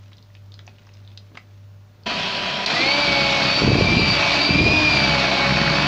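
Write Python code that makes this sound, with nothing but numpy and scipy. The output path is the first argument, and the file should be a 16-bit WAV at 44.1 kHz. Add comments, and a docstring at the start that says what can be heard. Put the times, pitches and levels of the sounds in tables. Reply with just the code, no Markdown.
"""Over the hum of a kitchen, a spoon drags, ticks and smacks through cream in a plastic bowl. At 2 s the scene
changes: a hand mixer runs close by, turning slowly, over a fainter hum; it is clicked up one step and whines.
Load bends its speed while the beaters drum the bowl. From 3.6 s, gusts from its vents buffet the microphone,
whose gain control ducks. One microphone, dull above 5 kHz."""
import sys
import numpy as np
from scipy import signal
from scipy.io import wavfile
from scipy.ndimage import uniform_filter1d

SR = 44100
rng = np.random.default_rng(int(sys.argv[2]) if len(sys.argv) > 2 else 0)


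def wav_record(signal):
    """Record a signal, one row per channel, as 16-bit PCM in the file named by sys.argv[1]."""
    frames = np.transpose(np.atleast_2d(signal))
    bounded = np.clip(frames, -1, 1)
    # unit amplitude maps onto the largest positive 16-bit level
    quanta = np.round(bounded * 32767).astype(np.int16)
    wavfile.write(sys.argv[1], SR, quanta)


N = 258867
TIME_S = np.arange(N) / SR
CHANGE_S, STEP_S = 2.058, 2.661  # scene changes to the running mixer, mixer up one step

def gain_of(db):
    return 10 ** (np.asarray(db) / 20)

def unit_rms(x):
    return x / np.sqrt(np.mean(x ** 2) + 1e-20)

def butter(x, order, hz, kind="low"):
    return signal.sosfilt(signal.butter(order, hz, kind, fs=SR, output="sos"), x)

def band_rms(x, lo_hz, hi_hz):
    return np.std(butter(x, 4, [lo_hz, hi_hz], "band"))

def spectrum_db(points, hz):
    freq_hz, level_db = np.transpose(points)
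    return np.interp(np.log(hz + 1), np.log(freq_hz + 1), level_db)

def follow(rows):
    """Each column after time_s, interpolated per sample."""
    time_s, *columns = np.transpose(rows)
    return [np.interp(TIME_S, time_s, column) for column in columns]

def ramp(start_s, rise_s):
    return np.clip((TIME_S - start_s) / rise_s, 0, 1)

def place(events):
    """Mix (start_s, sound) pairs into one track."""
    out = np.zeros(N)
    for start_s, sound in events:
        part = out[round(start_s * SR):][:len(sound)]
        part += sound[:len(part)]
    return out

def wander(rate_hz):
    """Smooth random drift, rms 1."""
    return unit_rms(butter(rng.standard_normal(N + SR), 2, rate_hz)[SR:])

def resonate(x, hz, width_hz, stages=1):
    """Unity-gain resonances in series: shift hz to zero, smooth, shift back."""
    carrier = np.exp(2j * np.pi * np.cumsum(np.full(len(x), hz)) / SR)
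    pole = np.exp(-np.pi * width_hz / SR)
    for _ in range(stages):
        x = 2 * (carrier * signal.lfilter([1 - pole], [1, -pole], x / carrier + 1e-18)).real
    return x

def noise(db_at, patchy_db):
    """Noise shaped by db_at(hz, time_s), with drifting patches."""
    frames, hz = N // 256 + 5, np.fft.rfftfreq(1024, 1 / SR)[:, None]
    real, imag, patches = rng.standard_normal((frames, 513, 3)).T
    patches = unit_rms(uniform_filter1d(uniform_filter1d(patches, 10, axis=0), 16, axis=1))
    level_db = db_at(hz, np.arange(frames) * 256 / SR) + patchy_db * patches
    return signal.istft((real + 1j * imag) * gain_of(level_db), nperseg=1024, noverlap=768)[1][:N]

# still air and microphone hiss: freq_hz, density_db
AIR_SPECTRUM = [(25, -21.5), (60, -7), (150, 4.5), (250, -10.5), (500, -10.5), (1000, -14), (2000, -18.5),
                (4500, -21.5), (6500, -25), (8000, -37), (13800, -38), (14600, -25.5), (15600, -30)]
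# machine hum: pitch_hz, level_db
HUM_TONES = [(100.1, -45.7), (98.37, -53), (49.1, -65), (589.5, -68.5), (1421, -79)]
def kitchen(beat_dip_s=.23):
    """Still air; two machines hum a little apart and beat."""
    air = noise(lambda hz, s: spectrum_db(AIR_SPECTRUM, hz), patchy_db=1.1)
    hum = sum((-1) ** k * gain_of(db) * np.sqrt(2) * np.sin(2 * np.pi * hz * (TIME_S - beat_dip_s))
              for k, (hz, db) in enumerate(HUM_TONES))
    hum *= np.where(TIME_S < CHANGE_S, 1, gain_of(-4))
    return gain_of(-59.5) * air / band_rms(air, 150, 15000) + hum

# spoon along the wall: time_s, rumble_db, scrape_db
DRAG_LEVELS = [(0.0, -61, -57.5), (0.32, -67, -81), (0.72, -56, -65), (0.86, -62, -62.5),
               (1.31, -57.5, -69), (1.56, -62.5, -67), (1.8, -72, -85), (2.05, -54, -82)]
def spoon_drag():
    """The dragged spoon rumbles and scrapes until the scene changes."""
    rumble_db, scrape_db = follow(DRAG_LEVELS)
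    rumble = gain_of(rumble_db) * unit_rms(resonate(rng.standard_normal(N), 161, 106))
    grit = rng.standard_normal(N) * gain_of(5.6 * wander(120))
    scrape = gain_of(scrape_db) * unit_rms(resonate(grit, 2700, 2800))
    return (rumble + scrape) * (TIME_S < CHANGE_S)

# spoon on the wall: start_s, level_db, pitch_hz
SPOON_TICKS = [(0.119, -43, 1900), (0.131, -35, 3650), (0.169, -43, 4890), (0.182, -37, 3460),
               (0.226, -39.5, 4400), (0.302, -50, 1880), (0.343, -46, 5000), (0.351, -33, 2700),
               (0.369, -42, 2710), (0.52, -33.5, 3770), (0.541, -29.5, 4370), (0.591, -29, 3360),
               (0.667, -35, 6050), (0.678, -28, 2140), (0.694, -42, 3970), (0.784, -36, 2620),
               (0.868, -42, 5400), (0.891, -36.5, 2600), (0.938, -38, 5300), (1.049, -44, 3760),
               (1.076, -34, 3460), (1.117, -43, 3430), (1.175, -23, 3820), (1.352, -35, 3180),
               (1.374, -22.5, 2240), (2.035, -40, 4480)]
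# wall modes, damped by cream: pitch_hz, level_db, t60_s
WALL_MODES = [(660, -6, .07), (880, -5, .06), (1300, -4, .05), (1660, -8, .05), (2040, 0, .06),
              (2790, -8, .04), (3370, -10, .04), (3900, -8, .04)]
def tick(level_db, pitch_hz, jolt_t60_s=.032):
    """Metal meets plastic: a short ring, a wider crack, and wall modes near the pitch."""
    t = np.arange(6000) / SR
    jolt = rng.standard_normal(len(t)) * gain_of(-60 * t / jolt_t60_s)
    contact = np.sin(2 * np.pi * pitch_hz * t) * (t < 1.5 / pitch_hz)
    ring = resonate(contact + .6 * jolt, pitch_hz, .33 * pitch_hz, stages=2)
    crack = resonate(jolt * gain_of(-60 * t / .023), pitch_hz, .8 * pitch_hz)
    crack = resonate(crack, pitch_hz, 1.6 * pitch_hz)
    wall = sum(gain_of(db - 6.3 * abs(np.log2(hz / pitch_hz)) - 60 * t / t60_s)
               * np.sin(2 * np.pi * hz * t) for hz, db, t60_s in WALL_MODES)
    crack_share = min(.55 * 2200 / pitch_hz, 1)  # low smacks are wider
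    strike = (1 - crack_share) * ring / abs(ring).max() + crack_share * crack / abs(crack).max()
    return gain_of(level_db) * (strike + gain_of(-27) * wall)

# spoon on the bowl floor: start_s, level_db, pitch_hz
SPOON_THUDS = [(.12, -41, 1200), (.591, -37, 1600), (0.677, -35, 890), (0.87, -43, 990), (1.317, -41, 300),
               (1.346, -37, 220), (1.354, -34, 1200), (1.372, -26.5, 1230)]
def thud(level_db, pitch_hz, t60_s=.032):
    """Dull knock of the whole bowl, damped by cream."""
    t = np.arange(4000) / SR
    jolt = rng.standard_normal(len(t)) * gain_of(-60 * t / t60_s)
    body = resonate(jolt, pitch_hz, .43 * pitch_hz)
    return gain_of(level_db) * body / abs(body).max()

def room(x, t60_s=.16):
    """Reflections: sparse decaying taps of random sign."""
    taps = np.zeros(SR // 2)
    slots = np.arange(200, len(taps) - 20, 20)
    taps[slots + rng.integers(0, 20, len(slots))] = rng.choice([-1., 1.], len(slots))
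    taps *= gain_of(-60 * TIME_S[:len(taps)] / t60_s)
    return signal.fftconvolve(x, taps / np.linalg.norm(taps))[:N]

# shaft speed under load: time_s, speed_hz
SHAFT_SPEED = [(2.06, 196.4), (2.65, 196.4), (2.73, 233), (2.82, 262), (2.91, 281), (3.0, 292),
               (3.1, 283.5), (3.21, 278.8), (3.43, 275.6), (3.87, 294.2), (3.98, 295.3), (4.2, 285.5),
               (4.31, 283), (4.46, 290), (4.64, 302), (4.75, 308), (4.86, 304), (5.19, 278.4),
               (5.74, 279.7), (5.87, 285.2)]
def shaft():
    """Motor speed, and the running count of turns with slight jitter."""
    speed_hz, = follow(SHAFT_SPEED)
    jittered_hz = uniform_filter1d(speed_hz, 2500) * (1 + .0018 * wander(40))
    return speed_hz, np.cumsum(jittered_hz) / SR

# tones set by step and speed: order, slow_db, fast_db, overspeed_db_per_hz
STEADY_TONES = [(1, -44.5, -43, 0.67), (5, -36.5, -48, 0), (24, -80, -63.5, 0.27)]
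# tones that swell as the mixer is moved about: time_s, order2_db, order8_db, order16_db
SWELLING_TONES = [(2.06, -48.5, -45, -44), (2.65, -47.5, -48, -47), (2.72, -39, -40, -38),
                  (2.76, -38.5, -29, -36), (2.92, -29.5, -23, -25), (3.02, -31, -26, -32),
                  (3.2, -28, -24.5, -27), (3.37, -30, -26, -41), (3.5, -34.5, -33, -25),
                  (3.76, -34.5, -29, -28), (3.92, -37, -19, -30), (4.12, -33.5, -25, -22),
                  (4.28, -30, -27, -40), (4.42, -37.5, -30, -22), (4.56, -38, -19, -29),
                  (4.86, -32, -17, -29), (5.0, -32.5, -22, -24), (5.17, -28.5, -27, -31),
                  (5.32, -35.5, -30, -44), (5.45, -28, -28, -32), (5.75, -31, -30, -32),
                  (5.87, -39, -31, -34)]
def whine(speed_hz, turns, usual_hz=280):
    """Shaft orders as wavering sines; an uneven rotor adds order 9 on the fast step."""
    order2_db, order8_db, order16_db = follow(SWELLING_TONES)
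    step = ramp(STEP_S, .043)
    overspeed_hz = np.maximum(speed_hz - usual_hz, 0)
    levels = [(order, slow_db + step * (fast_db - slow_db + db_per_hz * overspeed_hz))
              for order, slow_db, fast_db, db_per_hz in STEADY_TONES]
    levels += [(2, order2_db), (3, order2_db - 2), (8, order8_db), (16, order16_db)]
    tones = sum(gain_of(db + 2.03 * wander(25) + 1.9 * wander(170)) * np.sin(2 * np.pi * order * turns)
                for order, db in levels)
    side_tone = step * gain_of(-38 + 4.5 * wander(17)) * np.sin(2 * np.pi * 9 * turns)
    return np.sqrt(2) * (tones + side_tone)

# fan and gear noise: time_s, level_db, mid_lift_db, top_lift_db
RUSH_LEVELS = [(2.06, -29.5, -1, 3.5), (2.3, -30.5, 1.5, 5.5), (2.64, -29.5, -2, 3), (2.72, -26.5, 1.5, 5),
               (3.1, -25.5, 1.5, 4), (3.6, -25.5, -0.5, 4.5), (3.95, -24.5, -0.5, 3.5),
               (4.3, -23.5, 0.5, 3.5), (4.55, -25, -0.5, 3.5), (4.95, -24.5, 2.5, 6.5),
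               (5.351, -24, -2.5, 1.5), (5.87, -24.5, -0.5, 1.5)]
# its spectrum on each step: freq_hz, density_db
SLOW_SPECTRUM = [(24, -47), (40, -12), (69, -20), (86, -31), (195, 6), (290, -12), (387, -4.5),
                 (422, -10.5), (671, -2), (913, -7.5), (975, -7.5), (1240, -6), (2150, -5), (2750, -4),
                 (3300, -1), (3550, -9.5), (4450, -4.5), (7730, -38), (10000, -85), (17000, -120)]
FAST_SPECTRUM = [(180, -20), (300, 1), (463, -11), (553, -10.5), (608, -8.5), (678, -1), (777, -9),
                 (832, -5), (915, -5), (1110, -5.5), (2100, -8), (2310, -2.5), (2980, -6), (4610, -6),
                 (7730, -37), (10000, -95), (17000, -120)]
# housing resonances: freq_hz, width_hz, lift_db
HOUSING_MODES = [(653, 170, 5), (1070, 100, 4), (1480, 350, 1), (2540, 280, 5), (3120, 140, 2),
                 (3740, 100, 2), (4060, 560, 1), (5250, 190, -5), (5440, 130, 5.5), (6070, 390, 0.5)]
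def rush(turns, mid_hz=3400, top_hz=5200):
    """Fan and gear noise through the housing, fluttering once per turn."""
    time_s, level_db, mid_lift_db, top_lift_db = np.transpose(RUSH_LEVELS)

    def colour_db(hz, s):
        housing_db = sum(db / (1 + (2 * (hz - freq_hz) / width_hz) ** 2)
                         for freq_hz, width_hz, db in HOUSING_MODES)
        bell_db = np.interp(s, time_s, mid_lift_db) * np.exp(-np.log((hz + 1) / mid_hz) ** 2 / .17)
        shelf_db = np.interp(s, time_s, top_lift_db) / (1 + (top_hz / (hz + 1)) ** 8)
        return housing_db + bell_db + shelf_db

    slow = noise(lambda hz, s: spectrum_db(SLOW_SPECTRUM, hz) + colour_db(hz, s), patchy_db=1.45)
    fast = noise(lambda hz, s: spectrum_db(FAST_SPECTRUM, hz) + colour_db(hz, s), patchy_db=1.45)
    step = ramp(STEP_S, .084)
    slow *= np.sqrt(1 - step) / band_rms(slow, 625, 2160)
    fast *= np.sqrt(step) / band_rms(fast, 622, 2220)
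    flutter = 1 + .061 * np.cos(2 * np.pi * turns)
    return gain_of(np.interp(TIME_S, time_s, level_db) + .89 * wander(80)) * flutter * (slow + fast)

# brush hiss: freq_hz, density_db
BRUSH_SPECTRUM = [(6000, -70), (7600, 0), (10500, -7), (13700, -17), (14700, -8), (15600, -9)]
def brushes(spark_t60_s=.03):
    """High hiss that follows the rush, with a spark as the switch steps."""
    rush_db, _, top_lift_db = follow(RUSH_LEVELS)
    treble_db = rush_db + top_lift_db
    spark = 1 + (TIME_S > STEP_S) * gain_of(21 - 60 * abs(TIME_S - STEP_S) / spark_t60_s)
    hiss = unit_rms(noise(lambda hz, s: spectrum_db(BRUSH_SPECTRUM, hz), patchy_db=2))
    return gain_of(-61.5 + .9 * (treble_db - treble_db.mean())) * spark * hiss

def switch(pitch_hz=4230, snap_s=.0027):
    """The speed switch clicks, then snaps home."""
    return place([(STEP_S, tick(-7, pitch_hz)), (STEP_S + snap_s, tick(-7.5, pitch_hz))])

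# beater wires on cream and wall: time_s, level_db
SLAP_LEVELS = [(2.7, -32), (2.78, -33), (3.06, -37.5), (3.09, -27), (3.38, -31), (3.45, -24), (3.58, -29),
               (3.66, -44), (4.08, -40), (4.28, -31), (4.46, -33.5), (4.55, -42), (4.85, -33), (4.96, -23),
               (5.15, -23), (5.39, -30), (5.49, -20.5), (5.87, -24.5)]
# bowl and table resonances: pitch_hz, width_hz, level_db
HOLLOW_MODES = [(36, 30, -16), (68.5, 6.3, 5.5), (148.8, 21, 18), (195.4, 13, 12.5), (305, 50, -27)]
def beaters(turns, slaps_per_turn=.232, splash_s=.003):
    """Uneven slaps ring the hollow of the bowl; each throws a splash that rattles the wall."""
    slaps = np.diff(np.floor(slaps_per_turn * turns + .06 * wander(30)), prepend=0) > 0
    drive = unit_rms(slaps * gain_of(1.9 * rng.standard_normal(N))) + .5 * rng.standard_normal(N)
    hollow = sum(gain_of(db) * unit_rms(resonate(drive, hz, width_hz))
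                 for hz, width_hz, db in HOLLOW_MODES)
    hollow = unit_rms(butter(hollow, 4, 520))  # cream softens each slap
    throws = slaps * gain_of(2 * rng.standard_normal(N))
    splash = signal.lfilter([1], [1, -np.exp(-1 / (splash_s * SR))], throws) * rng.standard_normal(N)
    rattle = unit_rms(resonate(splash, 1550, 1300, stages=3))
    level_db, = follow(SLAP_LEVELS)
    return gain_of(level_db) * unit_rms(hollow + gain_of(-5) * rattle) * ramp(STEP_S, .072)

# vent air on the microphone: start_s, hold_s, level_db
VENT_GUSTS = [(3.592, 0.24, -14.5), (3.891, 0.11, -17.5), (4.505, 0.19, -15.5)]
def gusts(rise_s=.062, fall_db_per_s=58):
    """Eddies burst on the microphone as lumpy rumble; the high ones die first."""
    out = np.zeros(N)
    for start_s, hold_s, level_db in VENT_GUSTS:
        lumps = gain_of(2.5 * np.clip(wander(70), -2, 2))
        deep = unit_rms(lumps * resonate(rng.standard_normal(N), 109, 170, stages=2))
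        sharp = unit_rms(lumps ** 2 * resonate(rng.standard_normal(N), 306, 330, stages=2))
        fade = gain_of(-fall_db_per_s * np.maximum(TIME_S - start_s - hold_s, 0))
        out += gain_of(level_db) * ramp(start_s, rise_s) * fade * (deep + .36 * fade * sharp)
    return out

# sharpest eddies: centre_s, level_db, pitch_hz
EDDY_POPS = [(3.62, -8.5, 400), (3.638, -7, 303), (3.649, -3.5, 200), (3.678, 0, 334), (3.705, -5, 300),
             (3.719, -2, 420), (3.768, -7, 200), (3.811, 3, 410), (3.823, -3, 150), (3.925, -5, 220),
             (3.97, -1.5, 190), (3.996, -5, 330), (4.034, -11, 160), (4.493, -8, 298), (4.508, -4.5, 160),
             (4.557, -5, 257), (4.606, -3, 198), (4.679, -14, 403), (4.724, -9.5, 333)]
def pop(level_db, pitch_hz):
    """About two swings of the diaphragm under one bell-shaped push."""
    cycles = np.arange(-2, 2, pitch_hz / SR)
    push = gain_of(level_db) * np.exp(-(cycles / .5) ** 2)
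    return push * np.cos(2 * np.pi * (cycles + rng.random()))

def diaphragm(wind):
    """The diaphragm rounds off the tallest swings; the low band remains."""
    return butter(.8 * np.tanh(wind / .8), 3, [42, 1100], "band")

def scene():
    speed_hz, turns = shaft()
    tones = whine(speed_hz, turns)
    clicks = place((s, tick(db, hz)) for s, db, hz in SPOON_TICKS) + switch()
    thuds = place((s, thud(db, hz)) for s, db, hz in SPOON_THUDS)
    contacts = butter(clicks + thuds + spoon_drag(), 6, 6200)
    mono = kitchen() + contacts + gain_of(-8) * room(contacts)
    # the current breaks briefly as the switch moves
    current = ramp(CHANGE_S, .0072) * (1 - .79 * np.exp(-((TIME_S - STEP_S + .0033) / .0058) ** 2))
    mono += current * (tones + rush(turns) + brushes() + beaters(turns))
    wind = gusts() + place((s - 2 / hz, pop(db, hz)) for s, db, hz in EDDY_POPS)
    mono += diaphragm(wind)
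    return np.array([mono, mono])

def record(dry, knee_db=-18.5, slope=.52, edge_hz=15600):
    """Gain control ducks loud passages fast and recovers slowly; then the band limit."""
    power_db = 10 * np.log10(abs(uniform_filter1d((dry ** 2).mean(0), 2000)) + 1e-12)
    release_db = 30.5 * TIME_S
    held_db = np.maximum.accumulate(power_db + release_db) - release_db
    over_db = uniform_filter1d(np.maximum(held_db - knee_db, 0), 800)
    ducked = dry / gain_of(slope * over_db)
    lowpass = signal.firwin(511, edge_hz, window=("kaiser", 9), fs=SR)
    return signal.oaconvolve(ducked, lowpass[None], "same")

dry = scene()
out = record(dry)
wav_record(out)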